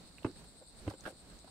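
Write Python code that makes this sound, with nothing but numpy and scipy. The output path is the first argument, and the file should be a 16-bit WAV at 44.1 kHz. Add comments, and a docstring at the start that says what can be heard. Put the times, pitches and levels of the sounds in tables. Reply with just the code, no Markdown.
"""Footfalls on stone steps

Two close footfalls and a scuff on rough outdoor stone. Each contact thuds, rings the sole
and slaps the step; the slipping sole rubs, rasps and crunches sand. Grains and twigs snap,
and a low wall answers briefly. On the left a bush cricket chirps in quick wing strokes and a
lower one replies, over an insect chorus and a soft outdoor rumble."""
import sys
import numpy as np
from scipy import signal
from scipy.fft import rfft, irfft, next_fast_len
from scipy.io import wavfile
from scipy.ndimage import map_coordinates

SR = 44100
rng = np.random.default_rng(int(sys.argv[2]) if len(sys.argv) > 2 else 0)


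def bounce(signal):
    """Save signal as a 16-bit WAV file at the path given by the first command-line argument."""
    frames = np.transpose(np.atleast_2d(signal))
    limited = np.clip(frames, -1, 1)
    pcm = np.round(limited * 32767).astype(np.int16)
    wavfile.write(sys.argv[1], SR, pcm)


N = 66150

# outdoor air, far insect bands: f/Hz, level/dB
AIR_SPECTRUM = [(20, -11), (48, 3), (110, -6.5), (190, -3), (320, -10), (450, -13), (700, -14.5),
                (1200, -20), (2500, -25), (6000, -27.5), (10000, -36), (15500, -40)]
LOW_CHORUS_SPECTRUM = [(2900, -52), (3500, -5.5), (3900, -0.5), (4300, 2.5), (4800, -4), (5500, -13),
                       (7000, -43.5)]
HIGH_CHORUS_SPECTRUM = [(6700, -47), (7100, -8.5), (7450, -3), (8400, -1.5), (9000, -4), (9800, -15),
                        (11500, -27.5)]
# stereo width: f/Hz, left-right correlation
AIR_COHERENCE = [(30, 0.43), (150, 0.93), (500, 0.74), (1200, 0.38), (3000, 0), (10000, 0)]
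FOOT_COHERENCE = [(100, 1), (400, 0.86), (700, 0.98), (1300, 0.4), (2500, 0), (8000, 0)]
# stereo balance: f/Hz, left-right/dB
AIR_BALANCE = [(50, -3.5), (400, -0.5), (1200, -1.5), (2500, -5.5), (6000, 0.5), (14000, -2.5)]
FOOT_BALANCE = [(100, -2), (380, -1.5), (800, 0.5), (1500, -5), (2500, -6), (5000, -1.5), (14000, -2.5)]
# chirps of the near and the replying cricket: centre t/s, level/dB
NEAR_CHIRPS = [(.075, -62), (.18, -65.5), (0.278, -60), (.383, -57), (0.489, -57.5), (0.586, -56.5),
               (0.688, -57), (0.791, -55), (.895, -61.5), (0.995, -58.5), (1.093, -55.5), (1.199, -58),
               (1.302, -62.5), (1.41, -63), (1.49, -62.5)]
REPLY_CHIRPS = [(.1, -81), (.53, -67), (.645, -62), (.955, -67), (1.345, -69)]
# their wing resonances: f/Hz, level/dB
NEAR_WING_SPECTRUM = [(6800, -33), (7600, -20), (8100, -8.5), (8350, -3), (8700, -9.5), (9300, -18),
                      (10500, -41)]
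REPLY_WING_SPECTRUM = [(6700, -41), (7150, -15), (7450, 5), (7800, -17), (8600, -30)]
# grains and twigs snapping: t/s, level/dB, f/Hz, left-right/dB
SNAPS = [(0.1832, -44, 2470, -11), (0.2312, -55.5, 2780, -26), (0.314, -52, 4700, -12),
         (0.361, -54, 1760, -5), (0.9019, -44, 4900, -1), (1.008, -43.5, 6150, 6), (1.39, -51.5, 6250, 10)]
# sole rolling or dragging: t/s, hold/s, rub/dB, rub f/Hz, rasp/dB, sand/dB
SOLE_SLIPS = [(0.221, 0.006, -58, 605, -77, -76), (0.268, 0.041, -52.5, 370, -69, -76),
              (0.44, 0.0067, -65, 890, -68, -63), (0.554, 0.0033, -62.5, 464, -88, -78),
              (0.611, 0.022, -59.5, 576, -84, -86), (0.8964, 0.0031, -65, 536, -56, -55),
              (0.904, 0.0089, -45, 790, -75, -66), (.922, 0.027, -57, 520, -69, -71),
              (1.036, .006, -65, 490, -57, -59), (1.052, 0.0042, -41.5, 580, -43, -62),
              (1.0601, 0.0023, -41.5, 584, -38.5, -57), (1.069, 0.01, -42, 592, -51, -58),
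              (1.086, 0.023, -56, 603, -66.5, -63), (1.298, 0.038, -59.5, 153, -70.5, -89),
              (1.442, 0.0051, -57, 586, -88, -65.5), (1.474, 0.0078, -56.5, 800, -66, -71)]
# hollow rub: multiple of rub f, level/dB
RUB_SHAPE = [(.08, -16), (.35, -6.5), (.6, -7), (.9, 3), (1.15, 0.5), (1.5, -11), (2.2, -18), (4, -23),
             (10, -48)]
# stone rasp, fine sand, sole slap: f/Hz, level/dB
RASP_SPECTRUM = [(300, -9.5), (950, -16), (1250, -2.5), (1600, 3), (2000, -16.5), (2800, -13), (4000, -18),
                 (7000, -43)]
SAND_SPECTRUM = [(800, -8), (2500, 3), (4800, 3), (7000, -1.5), (10000, 1.5), (15500, -13)]
SLAP_SPECTRUM = [(60, -0.5), (300, 0.5), (900, -5), (1600, -13), (2600, -15), (3600, -29), (6000, -30),
                 (15000, -60)]
# sole landing: t/s, thud/dB, thud f/Hz, knock/dB, knock pitch ratio, slap/dB
SOLE_CONTACTS = [(.2462, -29, 118.5, -28, 1.032, -28.5), (0.256, -59, 58.4, -46.5, 0.98, -40),
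                 (0.2629, -60, 149, -42.5, 1.11, -39.5), (0.8665, -35, 93, -76, 0.95, -43),
                 (0.8777, -35, 113, -38.5, 1.2, -32.5), (.9065, -53, 109, -53, 2.33, -66),
                 (.937, -60, 110, -53.5, 1.2, -45), (1.0553, -46, 190, -59, 1.48, -66),
                 (1.124, -60, 110, -55, 1.4, -64), (1.443, -74, 154, -59, 1.45, -54.5)]
# shoe on stone: f/Hz at pitch ratio 1, level/dB, T60/s
SOLE_MODES = [(250, 0, .075), (345, -2, .06), (420, -7, .055), (600, -13, .05), (820, -9, .05),
              (1030, -13, .04), (1280, -17, .022), (1980, -17, .02), (2560, -15, .035)]

AIR_DB = -58
CHIRP_SIGMA_S, STROKE_HZ, STROKE_DEPTH, STROKE_JITTER = 0.017, 120, 0.44, 0.109
SNAP_RISE_CYCLES, SCATTER_DB, SCATTER_T60_S = 1.2, -11, 0.022
SCUFF_RISE_S, SCUFF_T60_S, GRAINS_PER_S, GRAIN_SPREAD_DB = 0.0016, 0.041, 5000, 3.5
THUD_RISE_S, THUD_T60_S, THUD_CYCLES = 0.006, 0.09, 3.2
KNOCK_RISE_S, SLAP_T60_S = 0.0004, 0.026
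WALL_DB, WALL_T60_S = -12, 0.11
TOP_HZ = 15720


def amp(db):
    """Decibels to gain."""
    return 10 ** (np.asarray(db) / 20)


def unit_rms(x):
    """Scale to rms 1."""
    return x / np.sqrt(np.mean(x ** 2) + 1e-20)


def log_interp(points, hz):
    """Interpolate (f/Hz, value) points on a log axis."""
    knots_hz, values = np.transpose(points)
    return np.interp(np.log(hz + 1), np.log(knots_hz + 1), values)


def since(start_s):
    """Seconds after start_s, zero before."""
    return np.maximum(np.arange(N) / SR - start_s, 0)


def decay(t, t60_s):
    """Exponential fall, 60 dB in t60_s."""
    return amp(-60 * t / t60_s)


def wobble(knots_per_s):
    """Smooth random curve."""
    return map_coordinates(rng.standard_normal(256), [np.arange(N) * knots_per_s / SR], mode="wrap")


def filtered(x, response):
    """Zero-phase filter of gain response(hz)."""
    size = next_fast_len(N + SR // 2)
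    return irfft(rfft(x, size) * response(np.fft.rfftfreq(size, 1 / SR)), size)[..., :N]


def pan(db):
    """Stereo gains; positive is left."""
    return amp(np.array([[0.5], [-0.5]]) * db)


def noise():
    """Two independent white noises."""
    return rng.standard_normal((2, N))


def coloured(pair, spectrum, coherence=None):
    """Two independent signals to stereo of rms 1 with this spectrum and coherence."""
    def mid_side_gains(hz):
        correlation = log_interp(coherence, hz) if coherence else np.zeros_like(hz)
        angle = np.arccos(np.clip(correlation, -1, 1)) / 2
        return amp(log_interp(spectrum, hz)) * [np.cos(angle), np.sin(angle)]

    mid, side = filtered(pair, mid_side_gains)
    return unit_rms(np.array([mid + side, mid - side]))


def air(waver_db):
    """Outdoor rumble and faint hiss, wavering in level."""
    bed = amp(AIR_DB + waver_db * wobble(12.57)) * coloured(noise(), AIR_SPECTRUM, AIR_COHERENCE)
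    return filtered(bed, lambda hz: pan(log_interp(AIR_BALANCE, hz)))


def chorus(spectrum, db, pan_db, pulse_db, waver_db, lead_s):
    """Far insects pulse loosely in step with the near cricket."""
    centres_s = [centre_s for centre_s, _ in NEAR_CHIRPS]
    beat = np.interp(since(0) + lead_s, centres_s, np.arange(len(centres_s)))
    level_db = db + pulse_db * np.cos(2 * np.pi * beat) + waver_db * (wobble(22.44) + wobble(200))
    return amp(level_db) * pan(pan_db) * coloured(noise(), spectrum)


def cricket(chirps, wing_spectrum, right_db):
    """Each chirp is a swell of quick wing strokes."""
    t = since(0)
    swell = sum(amp(db) * np.exp(-0.5 * ((t - centre_s) / CHIRP_SIGMA_S) ** 2) for centre_s, db in chirps)
    rate_hz = STROKE_HZ * (1 + STROKE_JITTER * wobble(39.9))
    strokes = 1 + STROKE_DEPTH * np.sin(2 * np.pi * np.cumsum(rate_hz) / SR)
    song = unit_rms(strokes * coloured(noise(), wing_spectrum))
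    return swell * song * amp([[0], [right_db]])


def snaps():
    """Grains and twigs snap for a few cycles; the steps scatter each briefly."""
    out = np.zeros((2, N))
    for start_s, db, hz, pan_db in SNAPS:
        t = since(start_s)
        age = t * hz / SNAP_RISE_CYCLES
        snap = age * np.exp(1 - age) * np.sin(2 * np.pi * hz * t)
        band = coloured(noise(), [(hz / 2, -16), (hz, 0), (hz * 2, -24)])
        scatter = band * (t > 0) * decay(t, SCATTER_T60_S)
        out += amp(db) * pan(pan_db) * (snap + amp(SCATTER_DB) * scatter)
    return out


def grains():
    """Two dense trains of tiny slips of random size."""
    slips = rng.random((2, N)) < GRAINS_PER_S / SR
    return slips * np.sign(noise()) * amp(GRAIN_SPREAD_DB * noise())


def scuffs():
    """The sole slips over rough stone: hollow rub, rasp, fine sand."""
    rasp = coloured(grains(), RASP_SPECTRUM, FOOT_COHERENCE)
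    sand = coloured(grains(), SAND_SPECTRUM, FOOT_COHERENCE)
    out = np.zeros((2, N))
    for start_s, hold_s, rub_db, rub_hz, rasp_db, sand_db in SOLE_SLIPS:
        rub = coloured(grains(), [(ratio * rub_hz, db) for ratio, db in RUB_SHAPE], FOOT_COHERENCE)
        attack = 1 - np.exp(-since(start_s) / SCUFF_RISE_S)
        pressure = attack * decay(since(start_s + hold_s), SCUFF_T60_S)
        out += pressure * (amp(rub_db) * rub + amp(rasp_db) * rasp + amp(sand_db) * sand)
    return out


def footfalls():
    """The weight lands with a thud and settles; the sole rings and slaps the stone."""
    slap_noise = coloured(noise(), SLAP_SPECTRUM, FOOT_COHERENCE)
    out = np.zeros((2, N))
    for start_s, thud_db, thud_hz, knock_db, pitch_ratio, slap_db in SOLE_CONTACTS:
        t = since(start_s)
        settle = np.clip(THUD_CYCLES - thud_hz * t, 0, 1)
        load = np.minimum(t / THUD_RISE_S, 1) * decay(since(start_s + THUD_RISE_S), THUD_T60_S) * settle
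        out += amp(thud_db) * load * np.sin(2 * np.pi * thud_hz * t)
        knock = np.zeros(N)
        for k, (hz, db, t60_s) in enumerate(SOLE_MODES):
            gain = (-1) ** k * amp(db + rng.normal(0, 1))
            knock += gain * np.sin(2 * np.pi * pitch_ratio * hz * t) * decay(t, t60_s)
        slap = slap_noise * decay(t, SLAP_T60_S)
        attack = 1 - np.exp(-t / KNOCK_RISE_S)
        out += attack * (amp(knock_db) * knock + amp(slap_db) * slap)
    return out


def wall(x):
    """Short diffuse reflection off the wall and steps."""
    tail = coloured(noise(), [(100, -10.5), (10000, -15.5)], FOOT_COHERENCE) * decay(since(0), WALL_T60_S)
    return signal.fftconvolve(x, tail / np.linalg.norm(tail[0]), axes=1)[:, :N]


def scene():
    """Feet slightly right, crickets left, chorus and air all around."""
    feet = filtered(footfalls() + scuffs(), lambda hz: pan(log_interp(FOOT_BALANCE, hz))) + snaps()
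    insects = (
        cricket(NEAR_CHIRPS, NEAR_WING_SPECTRUM, right_db=-13)
        + cricket(REPLY_CHIRPS, REPLY_WING_SPECTRUM, right_db=-8)
        + chorus(LOW_CHORUS_SPECTRUM, db=-66, pan_db=-3.5, pulse_db=1.5, waver_db=0.73, lead_s=0.002)
        + chorus(HIGH_CHORUS_SPECTRUM, db=-67.5, pan_db=4.5, pulse_db=0.5, waver_db=0.6, lead_s=0.0027))
    return feet + amp(WALL_DB) * wall(feet) + insects + air(waver_db=2.5)


def record(dry):
    """Brick-wall low-pass."""
    return filtered(dry, lambda hz: hz < TOP_HZ)


dry = scene()
out = record(dry)
bounce(out)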